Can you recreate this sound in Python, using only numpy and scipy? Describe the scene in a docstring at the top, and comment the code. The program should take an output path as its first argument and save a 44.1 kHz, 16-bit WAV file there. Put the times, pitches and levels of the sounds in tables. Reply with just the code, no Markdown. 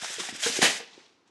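"""In a quiet kitchen, aluminium foil is drawn off its roll: thousands of tiny clicks crackle in the sheet.
Single creases snap as short ringing bursts, patches buckle and the hand knocks with low pops, while a hard room
echoes. The sheet tightens, then rips across the cutter in a fast run of clicks, ending in a harder rasp. Box
and roll ring with a set of decaying tones, and the freed sheet shivers and settles to a faint rustle."""
import sys
import numpy as np
from scipy import signal
from scipy.fft import rfft, irfft
from scipy.io import wavfile

SR = 44100
rng = np.random.default_rng(int(sys.argv[2]) if len(sys.argv) > 2 else 0)


def dump(signal):
    """Clip the signal to [-1, 1] and save it as 16-bit WAV at the path in sys.argv[1]."""
    limited = np.clip(np.atleast_2d(signal).T, -1, 1)
    pcm = np.round(limited * 32767).astype(np.int16)
    wavfile.write(sys.argv[1], SR, pcm)


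N = 57330  # length in samples

# Tone of the kitchen's quiet air. Each row: frequency in Hz, relative strength in dB per Hz.
AIR_COLOUR = [(30, -14.5), (70, -4), (130, -5.5), (380, 3.5), (600, -7.5), (900, -5.5), (1400, -9.5),
              (4000, -19), (8000, -34), (12000, -38)]
# Crackle while the foil is drawn out. Each row: time in seconds, relative level in dB.
PULL_LEVELS = [(0.0, -39), (0.01, -42), (0.018, -36.5), (0.05, -34.5), (0.076, -37), (0.136, -34.5),
               (0.184, -40), (0.202, -31), (0.22, -35), (0.3, -37), (0.33, -43.5), (0.366, -36),
               (0.38, -43), (0.41, -35)]
# Tone of the drawn sheet. Each row: frequency in Hz, relative strength in dB per Hz.
DRAWN_COLOUR = [(100, -36), (300, -15), (700, -8.5), (1100, -9), (1700, 1), (2500, -2.5), (3650, 2),
                (4400, -7), (5000, 0.5), (6400, -1.5), (8500, -5), (11500, -18)]
# Single creases that snap. 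Each row: start in seconds, pitch in Hz, relative level in dB,
# time to die away by 60 dB in seconds.
CREASE_SNAPS = [(0.0185, 1700, -38, 0.025), (0.0453, 1370, -28, 0.013), (0.0432, 4760, -32, 0.028),
                (0.14, 7100, -33.5, 0.031), (0.1955, 1200, -38, 0.11), (0.1985, 4880, -32, 0.025),
                (0.288, 1930, -35.5, 0.07), (0.435, 3470, -25.5, 0.12), (0.461, 1510, -20.5, 0.017),
                (0.468, 3590, -34.5, 0.053), (0.4785, 7170, -29, 0.014), (0.524, 3970, -28.5, 0.038),
                (0.56, 1603, -38.5, 0.039), (0.629, 1732, -15.5, .03), (0.835, 2650, -47.5, 0.11),
                (0.875, 5160, -54.5, 0.056), (0.932, 3750, -50, 0.045), (1.001, 2040, -51.5, 0.035),
                (1.061, 3670, -56, 0.035), (1.275, 7000, -70, 0.071)]
# Patches of the sheet that buckle, with a few low knocks of the hand (near 0.02, 0.17 and 0.32 s). # Each row:
# start in seconds, pitch in Hz, relative level in dB, # time for the pop to die away by 60 dB in seconds,
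# amount of rough crumple from 0 to 1.
BUCKLES_AND_KNOCKS = [(0.023, 202, -36, .02, .4), (0.033, 700, -29, 0.02, .4), (0.044, 688, -31, .04, .5),
                      (0.101, 390, -28, 0.018, .5), (0.172, 117, -45.5, 0.028, .5), (0.183, 444, -33, 0.083, .2),
                      (0.197, 364, -31, 0.038, .5), (0.207, 196, -42.5, 0.052, .4),
                      (0.235, 790, -32.5, 0.026, .2), (0.2865, 753, -30, 0.032, 0.2),
                      (0.289, 260, -39, 0.059, .3), (0.324, 217, -35.5, 0.043, .6),
                      (0.348, 302, -35.5, 0.033, .4), (0.461, 250, -26.5, 0.036, .4),
                      (0.4615, 830, -27.5, 0.038, 0.24), (0.4641, 469, -19.5, 0.062, .15),
                      (0.496, 244, -31.5, .05, .3), (0.565, 383, -39, 0.13, .2), (0.589, 376, -11.5, 0.018, .08),
                      (0.6255, 680, -6, 0.012, .4), (0.6267, 209.7, -13, .022, .25),
                      (0.641, 485, -21, 0.051, .3), (0.678, 353, -30.5, 0.041, .3),
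                      (0.803, 470, -36.5, 0.084, 0), (0.9771, 360, -34, 0.018, 0.18)]
# Crackle as the sheet is pulled tight over the cutter. Each row: time in seconds, relative level in dB.
TIGHTEN_LEVELS = [(0.395, -52), (0.425, -31.5), (0.436, -27), (0.455, -28), (0.48, -26.5), (0.52, -33),
                  (0.54, -31.5), (0.572, -27.5), (0.598, -35.5), (0.614, -36.5)]
# Tone of the taut sheet, used for the shiver too. Each row: frequency in Hz, relative strength in dB per Hz.
TAUT_COLOUR = [(100, -29.5), (300, -18), (700, -7), (1100, -11), (1650, -2), (2400, -2), (3500, -1.5),
               (4400, -3), (6400, -0.5), (8500, -6), (11500, -17)]
# Tone of the rip. Each row: frequency in Hz, relative strength in dB per Hz.
RIP_COLOUR = [(100, -19), (400, 1), (800, 0.5), (1200, -5), (1900, 2), (2800, -1.5), (3600, 0), (5500, -3),
              (8000, -5.5), (11500, -15.5)]
# Crackle of the freed sheet. 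Each row: time in seconds, relative level in dB.
SHIVER_LEVELS = [(0.62, -21), (0.68, -31), (0.72, -33.5), (0.785, -38.5), (0.82, -72), (0.86, -83)]
# Tones that box and roll ring with. Each row: pitch in Hz, relative level in dB,
# time to die away by 60 dB in seconds.
BOX_TONES = [(458, -2, .17), (1673, -8, .3), (1730, -6, .3), (1773, -5, .25), (1940, -2, .3),
             (1983, -2, .3), (2038, -1, .3), (2237, -5, .3), (2305, -5, .25), (2474, -3, .3),
             (2630, -4, .25), (2723, -6, .25), (2989, 1, .27)]
# Tone of the last rasp of the rip. Each row: frequency in Hz, relative strength in dB per Hz.
RASP_COLOUR = [(200, -18), (900, -26), (1400, -15.5), (1900, 1), (2900, 1.5), (3600, -9.5), (6000, -28.5),
               (11500, -28.5)]
# Faint rustle as the sheet is carried off. Each row: time in seconds, relative level in dB.
SETTLE_LEVELS = [(0.8, -41), (0.85, -59.5), (0.9, -57.5), (0.94, -54.5), (1.0, -57), (1.09, -63),
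                 (1.16, -70.5), (1.25, -77), (1.28, -66.5), (1.3, -73)]
# Tone of the loose sheet. Each row: frequency in Hz, relative strength in dB per Hz.
LOOSE_COLOUR = [(100, -9.5), (400, -3), (600, -7.5), (850, -0.5), (1200, -6), (2200, -4.5), (3800, -3.5),
                (6000, -7), (8500, -18.5), (11500, -34)]

# T60 is the time a sound takes to die away by 60 dB.
AIR_DB = -68
CREASES_PER_S, CREASE_SPREAD_DB = 5000, 1.5
SHEET_T60_S, SHEET_RING_DB = 0.039, -1.5  # ring after each crease, its energy set against the click's
PULL_DB = -0.5
BRIGHT_HZ, BRIGHT_FULL_DB, DULLING = 6000, -35, 0.78  # below this level, treble loses DULLING dB more per dB
ROOM_DB, ROOM_GAP_S = -13.5, 0.011
ROOM_T60_LOW_S, ROOM_T60_MID_S, ROOM_T60_HIGH_S = 0.4, 0.44, 0.22
SNAP_WIDTH = 0.4  # width of one filter pass, as a share of the pitch
BUCKLE_RISE_S = 0.0011
CRUMPLE_LENGTH = 1.44  # the crumple lasts this many times as long as the pop
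CRUMPLE_SPAN = 1.74  # the crumple reaches this factor below and above the pitch
TEETH_PER_S, TOOTH_JITTER = 1300, 0.3  # typical rate, and how uneven the gaps are
TOOTH_T60_S, TOOTH_RING_DB = 0.017, 8.5
RIP_S, RIP_LENGTH_S, RIP_RISE_S, RIP_T60_S, RIP_DB = 0.6155, 0.029, 0.0031, 0.27, -19
RIP_DULL_HZ, RIP_OPEN_S = 4940, 0.014  # the treble above this takes this long to come in
RASP_S, RASP_LENGTH_S, RASP_RISE_S, RASP_T60_S, RASP_DB = 0.647, 0.013, 0.0094, 0.089, -18.5
BOX_STRIKE_S, BOX_RISE_S, BOX_DB = 0.640, 0.004, -30.5
TOP_HZ = 11800  # the microphone hears little above this
CEILING = 0.42  # rounded peaks stay below this height


def undb(db):
    """Turn decibels into a gain."""
    return 10 ** (np.asarray(db) / 20)


def unit(x):
    """Scale to an rms (average strength) of 1."""
    return x / np.sqrt(np.mean(x ** 2))


def seconds():
    """The time of every sample."""
    return np.arange(N) / SR


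def fade(age, t60):
    """Smooth dying away from age 0 on; full strength before that."""
    return np.exp(-np.log(1000) * np.maximum(age, 0) / t60)


def curve(rows):
    """Gain that follows the (seconds, dB) points and fades quickly outside them."""
    s, db = np.array(rows).T
    t = seconds()
    fade_in = fade(s[0] - t, 0.03)
    fade_out = fade(t - s[-1], 0.017)
    return undb(np.interp(t, s, db)) * fade_in * fade_out


def through(x, response):
    """Pass a sound through an impulse response (what one click would turn into)."""
    return signal.fftconvolve(x, response)[:N]


def lowpass(x, hz):
    """Keep the part below a frequency, without delaying it."""
    return signal.sosfiltfilt(signal.butter(2, hz, fs=SR, output="sos"), x)


def colour(x, points):
    """Give a sound the tone of the (Hz, dB) points, at unit energy below TOP_HZ."""
    hz, db = np.array(points).T
    size = 2048
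    f = np.maximum(np.fft.rfftfreq(size, 1 / SR), 1)
    gain = undb(np.interp(np.log(f), np.log(hz), db))
    # Folding the cepstrum makes a filter that answers at once and never before its input.
    cepstrum = irfft(np.log(gain))
    cepstrum[1:size // 2] *= 2
    cepstrum[size // 2 + 1:] = 0
    response = irfft(np.exp(rfft(cepstrum)))
    energy = np.mean(gain ** 2 * (f < TOP_HZ))
    return through(x, response / np.sqrt(energy))


def ringing(clicks, t60, ring_db):
    """Thin metal shimmers after each click: noise that follows the clicks' dying energy."""
    tail = fade(seconds(), t60)
    power = np.maximum(through(clicks ** 2, tail / tail.sum()), 0)
    return clicks + undb(ring_db) * np.sqrt(power) * rng.standard_normal(N)


def air():
    """The quiet air of the kitchen: steady, coloured noise."""
    return undb(AIR_DB) * colour(rng.standard_normal(N), AIR_COLOUR)


def creases():
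    """Tiny folds click at random moments, mostly weak and a few strong, each with a short ring."""
    sizes = undb(CREASE_SPREAD_DB * np.minimum(rng.exponential(size=N), 4.5))
    happens = rng.random(N) < CREASES_PER_S / SR
    clicks = happens * sizes * rng.choice([-1, 1], N)
    return unit(ringing(clicks, SHEET_T60_S, SHEET_RING_DB))


def rustle():
    """The sheet crackles as it is drawn (duller when the pull slackens), tightens, shivers and settles."""
    pull = curve(PULL_LEVELS)
    drawn = colour(creases() * undb(PULL_DB) * pull, DRAWN_COLOUR)
    dull = lowpass(drawn, BRIGHT_HZ)
    brightness = np.minimum(pull / undb(BRIGHT_FULL_DB), 1) ** DULLING
    drawn = dull + (drawn - dull) * brightness
    taut = colour(creases() * (curve(TIGHTEN_LEVELS) + curve(SHIVER_LEVELS)), TAUT_COLOUR)
    loose = colour(creases() * curve(SETTLE_LEVELS), LOOSE_COLOUR)
    return drawn + taut + loose


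def room(x):
    """A small hard kitchen echoes the foil as a dying wash of noise; the treble dies first."""
    t, noise = seconds(), rng.standard_normal(N)
    low, below = (signal.sosfiltfilt(signal.butter(3, hz, fs=SR, output="sos"), noise)
                  for hz in (900, 6000))
    tail = low * fade(t, ROOM_T60_LOW_S)
    tail += (below - low) * fade(t, ROOM_T60_MID_S)
    tail += (noise - below) * fade(t, ROOM_T60_HIGH_S)
    return through(x, unit(tail * (t > ROOM_GAP_S)) / np.sqrt(N))


def snaps():
    """Sharp creases stand out of the rustle, each a short burst of noise ringing one facet of the foil."""
    out = np.zeros(N)
    for s, hz, db, t60 in CREASE_SNAPS:
        age = seconds() - s
        burst = rng.standard_normal(N) * (age > 0) * fade(age, t60)
        facet = signal.iirpeak(hz, 1 / SNAP_WIDTH, fs=SR)
        # Two passes make the pitch clearer.
        ring = signal.lfilter(*facet, signal.lfilter(*facet, burst))
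        # The ring gets the strength of its burst.
        out += undb(db) * unit(ring) * np.std(burst)
    return out


def buckles():
    """Large patches flip over and the hand knocks a few times, each a low pop of a dying sine wave with rough,
    noisy crumple round it."""
    out = np.zeros(N)
    for s, hz, db, t60, rough in BUCKLES_AND_KNOCKS:
        age = np.maximum(seconds() - s, 0)
        pop = fade(age, t60) * np.sin(2 * np.pi * hz * age)
        limits = [hz / CRUMPLE_SPAN, hz * CRUMPLE_SPAN]
        band = signal.butter(2, limits, "band", fs=SR, output="sos")
        crumple = unit(signal.sosfilt(band, rng.standard_normal(N)))
        crumple = rough * crumple * fade(age, t60 * CRUMPLE_LENGTH)
        rise = 1 - np.exp(-(age / BUCKLE_RISE_S) ** 2)
        out += undb(db) * rise * (pop + crumple)
    return out


def teeth(start_s, length_s, rise_s, t60):
    """The foil gives way tooth by tooth along the cutter, in an uneven run of equal clicks."""
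    gaps = np.exp(TOOTH_JITTER * rng.standard_normal(N // 20))
    at = (np.cumsum(gaps) * SR / TEETH_PER_S).astype(int)
    clicks = np.zeros(N)
    clicks[at[at < N]] = 1
    run = unit(ringing(clicks, TOOTH_T60_S, TOOTH_RING_DB))
    # Only the stretch from start_s on is let through.
    age = seconds() - start_s
    return run * np.clip(age / rise_s, 0, 1) * fade(age - length_s, t60)


def tear():
    """A broad rip that brightens, then a harder rasp as the last of the edge lets go."""
    rip = undb(RIP_DB) * colour(teeth(RIP_S, RIP_LENGTH_S, RIP_RISE_S, RIP_T60_S), RIP_COLOUR)
    dull = lowpass(rip, RIP_DULL_HZ)
    opening = np.clip((seconds() - RIP_S) / RIP_OPEN_S, 0, 1)
    rip = dull + (rip - dull) * opening
    rasp = colour(teeth(RASP_S, RASP_LENGTH_S, RASP_RISE_S, RASP_T60_S), RASP_COLOUR)
    return rip + undb(RASP_DB) * rasp


def box():
    """Cutter, box and roll ring briefly as the tension leaves them: a sum of dying sine waves."""
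    age = np.maximum(seconds() - BOX_STRIKE_S, 0)
    tones = np.zeros(N)
    for hz, db, t60 in BOX_TONES:
        wave = np.sin(2 * np.pi * (hz * age + rng.random()))
        tones += undb(db) * fade(age, t60) * wave
    return undb(BOX_DB) * np.minimum(age / BOX_RISE_S, 1) * tones


def scene():
    """The foil and its box, their echo and the quiet air of the kitchen."""
    foil = rustle() + snaps() + buckles() + tear() + box()
    return (air() + foil + undb(ROOM_DB) * room(foil))[None]


def record(dry):
    """The microphone cuts the top, rounds the highest peaks and thins the deep bass."""
    top = signal.ellip(12, 0.2, 80, TOP_HZ, fs=SR, output="sos")
    heard = signal.sosfilt(top, dry)
    rounded = heard / (1 + (heard / CEILING) ** 4) ** 0.25
    thin = signal.sosfilt(signal.butter(3, 105, "high", fs=SR, output="sos"), rounded)
    # Rounding adds new treble, so the top is cut again.
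    return signal.sosfilt(top, thin)


dry = scene()
out = record(dry)
dump(out)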